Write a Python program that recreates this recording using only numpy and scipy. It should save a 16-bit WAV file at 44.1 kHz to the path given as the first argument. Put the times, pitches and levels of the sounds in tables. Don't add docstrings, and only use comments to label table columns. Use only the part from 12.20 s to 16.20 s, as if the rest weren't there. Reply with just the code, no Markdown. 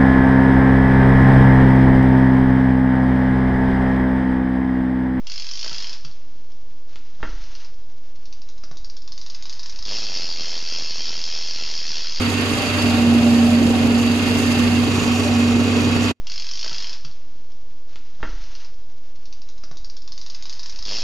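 import sys
import numpy as np
from scipy import signal
from scipy.fft import rfft, irfft
from scipy.io import wavfile
from scipy.ndimage import map_coordinates

SR = 44100
rng = np.random.default_rng(int(sys.argv[2]) if len(sys.argv) > 2 else 0)


def generate_wav(signal):
    frames = np.transpose(np.atleast_2d(signal))
    scaled = np.clip(frames, -1, 1) * 32767
    pcm = np.round(scaled).astype(np.int16)
    wavfile.write(sys.argv[1], SR, pcm)


N = 176400
T, HZ = np.arange(N) / SR, np.fft.rfftfreq(N, 1 / SR)
STROKE_HZ, COLOUR_TURN_S = 24.83, 2.7


def amp(db):
    return 10 ** (np.asarray(db) / 20)


def unit(x):
    return x / np.sqrt(np.mean(x ** 2) + 1e-20)


def curve(points):
    return np.interp(T, *np.transpose(points))


def wander(hz):
    return unit(irfft(rfft(rng.standard_normal(N)) * (HZ > 0) / (1 + (HZ / hz) ** 2) ** 2, N))


def white_pair():
    return rng.standard_normal((2, N))


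def blend(a, b, share):
    return np.sqrt(1 - share) * unit(a) + np.sqrt(share) * unit(b)


def colour(pair, table):
    hz, *columns = np.transpose(table)
    left_db, right_db, correlation = (np.interp(np.log(HZ + 1), np.log(hz), c) for c in columns)
    a, b = rfft(pair)
    right = correlation * a + np.sqrt(1 - correlation ** 2) * b
    skirt = np.minimum(1, np.minimum(HZ / hz[0], hz[-1] / (HZ + 1))) ** 16
    return irfft(np.array([a * amp(left_db), right * amp(right_db)]) * skirt, N) * np.sqrt(SR / 2)


def resonances(pair, table, spread):
    out = 0
    for hz, width_hz, left_db, right_db in table:
        a, b = irfft(rfft(pair) / (1 + 1.3j * (HZ - hz) / width_hz) ** 2, N)
        out = out + np.array([amp(left_db) * unit(a), amp(right_db) * blend(a, b, spread)])
    return out


def impacts(per_s, spread_db, decay_s):
    size = amp(spread_db * np.minimum(rng.exponential(1, N), 4)) * (rng.random(N) < per_s / SR)
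    power = signal.lfilter([1], [1, -np.exp(-2 / (decay_s * SR))], size ** 2)
    return np.sqrt(power) * white_pair()


def crossfade(early, late):
    share = np.clip((T - COLOUR_TURN_S) / 0.12 + .5, 0, 1)
    return (1 - share) * early + share * late


# frequency in Hz, left and right relative spectral
# density in dB, left-right correlation.
ROAR_SPECTRUM = [(15.13, -66.5, -76, .37), (26, -56.5, -59, .4), (50, -51, -62, 0.34),
                 (140, -46.5, -51, 0.55), (179, -52, -49.5, 0.64), (241, -50, -43.5, 1),
                 (286.5, -41.5, -39.5, 0.83), (314, -52, -51, 0.92), (478, -53.5, -52, 0.87),
                 (566, -59, -57.5, 0.84), (690, -61, -58, 0.63), (975, -64.5, -59.5, 0.48)]
# frequency in Hz, bandwidth in Hz,
# left and right relative level in dB.
GRIND_MODES = [(596, 25, -44, -41), (694.4, 19, -46, -51), (756.5, 17, -46.5, -42.5),
               (794.5, 11, -47.5, -48.5)]
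HOUSING_MODES = [(425, 67, -36.5, -32.5)]
# time in seconds, gain in dB.
ROAR_GAIN = [(0, -2), (.5, -3.5), (.75, 0.5), (1.3, -1.5), (1.65, 1.5), (1.95, -2), (2.7, 0), (3.3, -2),
             (3.6, -0.5), (3.9, 0.5)]
GRIND_GAIN = [(0, -7), (.42, 7), (.54, 3), (.66, 8.5), (.9, 7.5), (1.2, 10), (1.55, 4.5), (2.0, 3.5),
              (2.85, -2), (3.07, 9.5), (3.2, 3.5), (3.9, -3)]
HOUSING_GAIN = [(0, -3), (1.3, -4), (1.65, 3), (2.0, -8), (2.2, -1), (3.2, -4), (3.6, 7.5), (3.9, -7)]

def chamber():
    drive = blend(white_pair(), impacts(per_s=90, spread_db=2.5, decay_s=0.0068), share=0.32)
    roar = colour(drive, ROAR_SPECTRUM) * amp(curve(ROAR_GAIN))
    grind = resonances(white_pair(), GRIND_MODES, spread=0.063) * amp(curve(GRIND_GAIN))
    housing_db = curve(HOUSING_GAIN)
    drumming = resonances(white_pair(), HOUSING_MODES, spread=0.19) * amp(housing_db)
    note_hz, note_db = 411, -40.5 + housing_db + 2.3 * wander(hz=2.1)
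    housing_note = np.sqrt(2) * amp(note_db) * np.sin(2 * np.pi * note_hz * T)
    return roar + grind + drumming + housing_note


# frequency in Hz, left and right
# relative spectral density in dB, left-right correlation.
EARLY_HISS_SPECTRUM = [(5300, -73, -65, -1), (5640, -71.5, -77, 0.17), (6590, -78.5, -65, 0.71),
                       (7630, -72.5, -76.5, 1), (7630, -75, -81.5, -0.013), (9000, -83, -75.5, 0.92),
                       (9400, -69, -96, 0.34), (9860, -80.5, -76, 0.23), (12600, -85.5, -87.5, 1),
                       (14000, -87.5, -87, 0.52), (15600, -96, -96, 0.71)]
LATE_HISS_SPECTRUM = [(5460, -67.5, -71, 1), (5770, -79, -68.5, 0.91), (6500, -75.5, -67, 0.71),
                      (7270, -71.5, -68, 0.75), (7530, -82, -75.5, 0.68), (8400, -81, -78.5, 0.3),
                      (9300, -72.5, -97, -0.48), (10100, -82.5, -80.5, 0.23), (12600, -86, -88, 0.4),
                      (14000, -86, -100, 0.07), (15600, -92, -104, -0.03)]
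# time in seconds, gain in dB.
HISS_GAIN = [(0, -0.5), (.6, 0.5), (1.0, -1.5), (1.55, -1.5), (1.8, -2), (2.1, 0.1), (2.65, -0.9),
             (2.85, 0), (3.02, 2), (3.15, -1.5), (3.9, 0)]

def granules(strokes):
    grains = blend(white_pair(), impacts(per_s=1000, spread_db=3, decay_s=0.0029), share=0.35)
    toss_power = 1 + 0.16 * np.cos(2 * np.pi * (strokes - .47))
    drive = grains * np.sqrt(toss_power)
    hiss = crossfade(colour(drive, EARLY_HISS_SPECTRUM), colour(drive, LATE_HISS_SPECTRUM))
    return hiss * amp(curve(HISS_GAIN) + 1.05 * wander(hz=24))


# time in seconds, gain of the lower and of the higher in dB.
SINGING_GAIN = [(0, -43, -39), (.3, -37, -43.5), (.64, -38, -35), (.8, -41.5, -52), (1.2, -43, -41),
                (1.6, -45, -51), (1.85, -34.5, -45), (2.2, -37, -45), (2.65, -40, -51), (3.1, -47, -53),
                (3.9, -53, -46)]

def singing_steel(strikes):
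    times, low_db, high_db = np.transpose(SINGING_GAIN)
    low = resonances(strikes, [(2765, 59, -1, 0.95)], spread=0.3)
    high = resonances(strikes, [(4576, 35, -6, 4.6)], spread=0.45)
    return low * amp(np.interp(T, times, low_db)) + high * amp(np.interp(T, times, high_db))


# frequency in Hz, bandwidth in Hz,
# left and right relative level in dB.
EARLY_PLATE_MODES = [(1125, 65, -50.5, -41.5), (2520, 50, -41.5, -58)]
LATE_PLATE_MODES = [(1117, 63, -44, -36.5), (2520, 60, -37.5, -37.5), (2830, 41, -52.5, -45),
                    (4620, 60, -43, -61)]

def plates(strikes):
    early = resonances(strikes, EARLY_PLATE_MODES, spread=0.33)
    late = resonances(strikes, LATE_PLATE_MODES, spread=0.48)
    return crossfade(early, late)


# nominal frequency in Hz, left and right relative level in dB,
# phase lead of the left channel in radians.
PANEL_TONES = [(1291, -57, -48, 1.0), (1316, -57, -48, -0.2), (1415, -52, -48, -0.2),
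               (1813, -58, -41, -1.1), (2111, -55, -39.5, 1.7), (2359, -54, -51, 0.9),
               (2433, -54, -48, 1.5), (2458, -57, -47, -0.4), (2607, -45, -50, 1.0),
               (2632, -42.5, -46, 1.2), (2706, -42, -48, 1.1), (2781, -48, -47, 0.0), (2980, -51, -50, 1.8),
               (3129, -50, -62, 1.2), (3153, -58, -48, 1.9), (3228, -50, -51, 2.1), (3253, -45, -48, 1.9),
               (3302, -55, -51, 0.5), (3824, -53, -52, -1.2)]

def panels(strokes):
    out = 0
    for hz, left_db, right_db, lead in PANEL_TONES:
        harmonic = round(hz / STROKE_HZ)
        phase = 2 * np.pi * (harmonic * strokes + rng.random()) + np.array([[lead], [0]])
        waver = 1 + 0.58 * (wander(hz=12) + 1j * wander(hz=6.4))
        out = out + (waver * np.exp(1j * phase)).real * amp([[left_db], [right_db]])
    return np.sqrt(2) * amp(-0.7) * out


# frequency in Hz, left and right relative spectral
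# density in dB, left-right correlation.
RATTLE_SPECTRUM = [(903, -64.5, -63, 0.9), (1205, -59.5, -58.5, 0.54), (1410, -64.5, -59, 0.47),
                   (1655, -64.5, -58.5, -0.31), (2430, -64, -59.5, 0.075), (2450, -56, -59.5, 0.067),
                   (2670, -60, -58, 0.64), (3040, -60.5, -62.5, -0.11), (3580, -66.5, -61.5, -0.39),
                   (3580, -63.5, -65, 0.1), (4035, -68, -60, -0.21), (4040, -63, -76.5, -0.44),
                   (4380, -66.5, -62, 0.37), (4940, -68, -63, 0.34)]

def rattle(repeating, knocks):
    clatter = blend(white_pair(), repeating, share=0.16)
    hard, soft = (rfft(unit(clatter * np.sqrt(1 + depth * knocks))) for depth in (4.5, 0.22))
    bright_band = np.exp(-((HZ - 3990) / 1300) ** 2)
    drive = irfft(bright_band * hard + (1 - bright_band) * soft, N)
    return amp(-0.65) * colour(drive, RATTLE_SPECTRUM)


STROKE_KNOCKS = [(0.341, 0.43), (.47, 1.84), (.6, 1.1)]
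# time in seconds, gain in dB.
SHAKER_GAIN = [(0, 0), (.45, 0.5), (.66, 1), (.85, -1.5), (1.55, -3), (1.75, -2.1), (2.1, 0.5), (2.6, -1.1),
               (3.05, -1.4), (3.35, -2.25), (3.9, -0.5)]

def shaking_table(strokes):
    period, position = round(SR / STROKE_HZ), strokes % 1
    one_stroke = irfft(np.exp(2j * np.pi * rng.random((2, period // 2 + 1))), period)
    repeating = np.array([map_coordinates(side, [position * period], order=3, mode="grid-wrap")
                          for side in one_stroke])
    knock_decay_s = 0.0011
    knocks = sum(strength * np.exp(-((position - at) % 1) / STROKE_HZ / knock_decay_s)
                 for at, strength in STROKE_KNOCKS)
    clatter = rattle(repeating, knocks)
    landings = impacts(per_s=2500, spread_db=7, decay_s=0.00079)
    strikes = blend(landings, repeating, share=0.23) * (0.65 + knocks)
    steel = clatter + plates(strikes) + panels(strokes)
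    return steel * amp(curve(SHAKER_GAIN) + .5 * wander(hz=17)) + singing_steel(strikes)


# time in seconds, revolutions per second.
ROTOR_SPEED = [(0, 23.9), (.2, 24.04), (.45, 24.08), (.62, 23.92), (.76, 23.66), (1.2, 23.58),
               (1.65, 23.58), (1.9, 23.75), (2.08, 23.94), (2.6, 23.86), (3.05, 24.0), (3.2, 23.7),
               (3.48, 23.95), (3.72, 23.8), (3.9, 24.04)]
# time in seconds, gain in dB.
CUT_GAIN = [(0, -20.5), (.2, -26.5), (.45, -30), (.6, -28), (.66, -19), (.74, -17.6), (.81, -14.4),
            (1.1, -13.6), (1.42, -14.2), (1.55, -16.1), (1.85, -16.2), (2.03, -22), (2.3, -19.3),
            (2.48, -17.1), (2.63, -18.2), (2.78, -21), (2.82, -28), (2.88, -18.3), (3.03, -22.5),
            (3.14, -16.5), (3.28, -15.7), (3.5, -22.5), (3.62, -18.4), (3.78, -19.2), (3.9, -22.5)]
DRONE_GAIN = [(0, -24.8), (.28, -26), (.42, -31), (.52, -25.8), (.75, -24.8), (1.05, -26.8), (1.48, -25.8),
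              (1.55, -31), (1.66, -26), (1.9, -27.3), (2.4, -25.3), (2.78, -24.4), (2.86, -30),
              (2.94, -24.6), (3.9, -24)]

def rotor():
    cut_order, drone_order, pan_db = 10, 4, 1.1
    angle = 2 * np.pi * np.cumsum(curve(ROTOR_SPEED)) / SR
    cut_flutter = 1 + .085 * (wander(hz=13) + .6j * wander(hz=7.6))
    drone_flutter = 1 + .07 * wander(hz=13)
    cut = amp(curve(CUT_GAIN)) * np.exp(1j * cut_order * angle) * cut_flutter
    drone = amp(curve(DRONE_GAIN)) * np.exp(1j * drone_order * angle) * drone_flutter
    return np.sqrt(2) * (cut + drone).real * amp([[-pan_db], [pan_db]])


def scene():
    strokes = STROKE_HZ * T + 0.0011 * wander(hz=1.6)
    return rotor() + chamber() + shaking_table(strokes) + granules(strokes)


def record(dry):
    stop_s, release_db_per_s, cutoff_hz = 3.913, 2000, 15750
    gate = amp(-np.clip((T - stop_s) * release_db_per_s, 0, 55))
    low_pass = signal.firwin(511, cutoff_hz, window=("kaiser", 9), fs=SR)
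    return signal.oaconvolve(dry * gate, low_pass[None], "same")


dry = scene()
out = record(dry)
generate_wav(out)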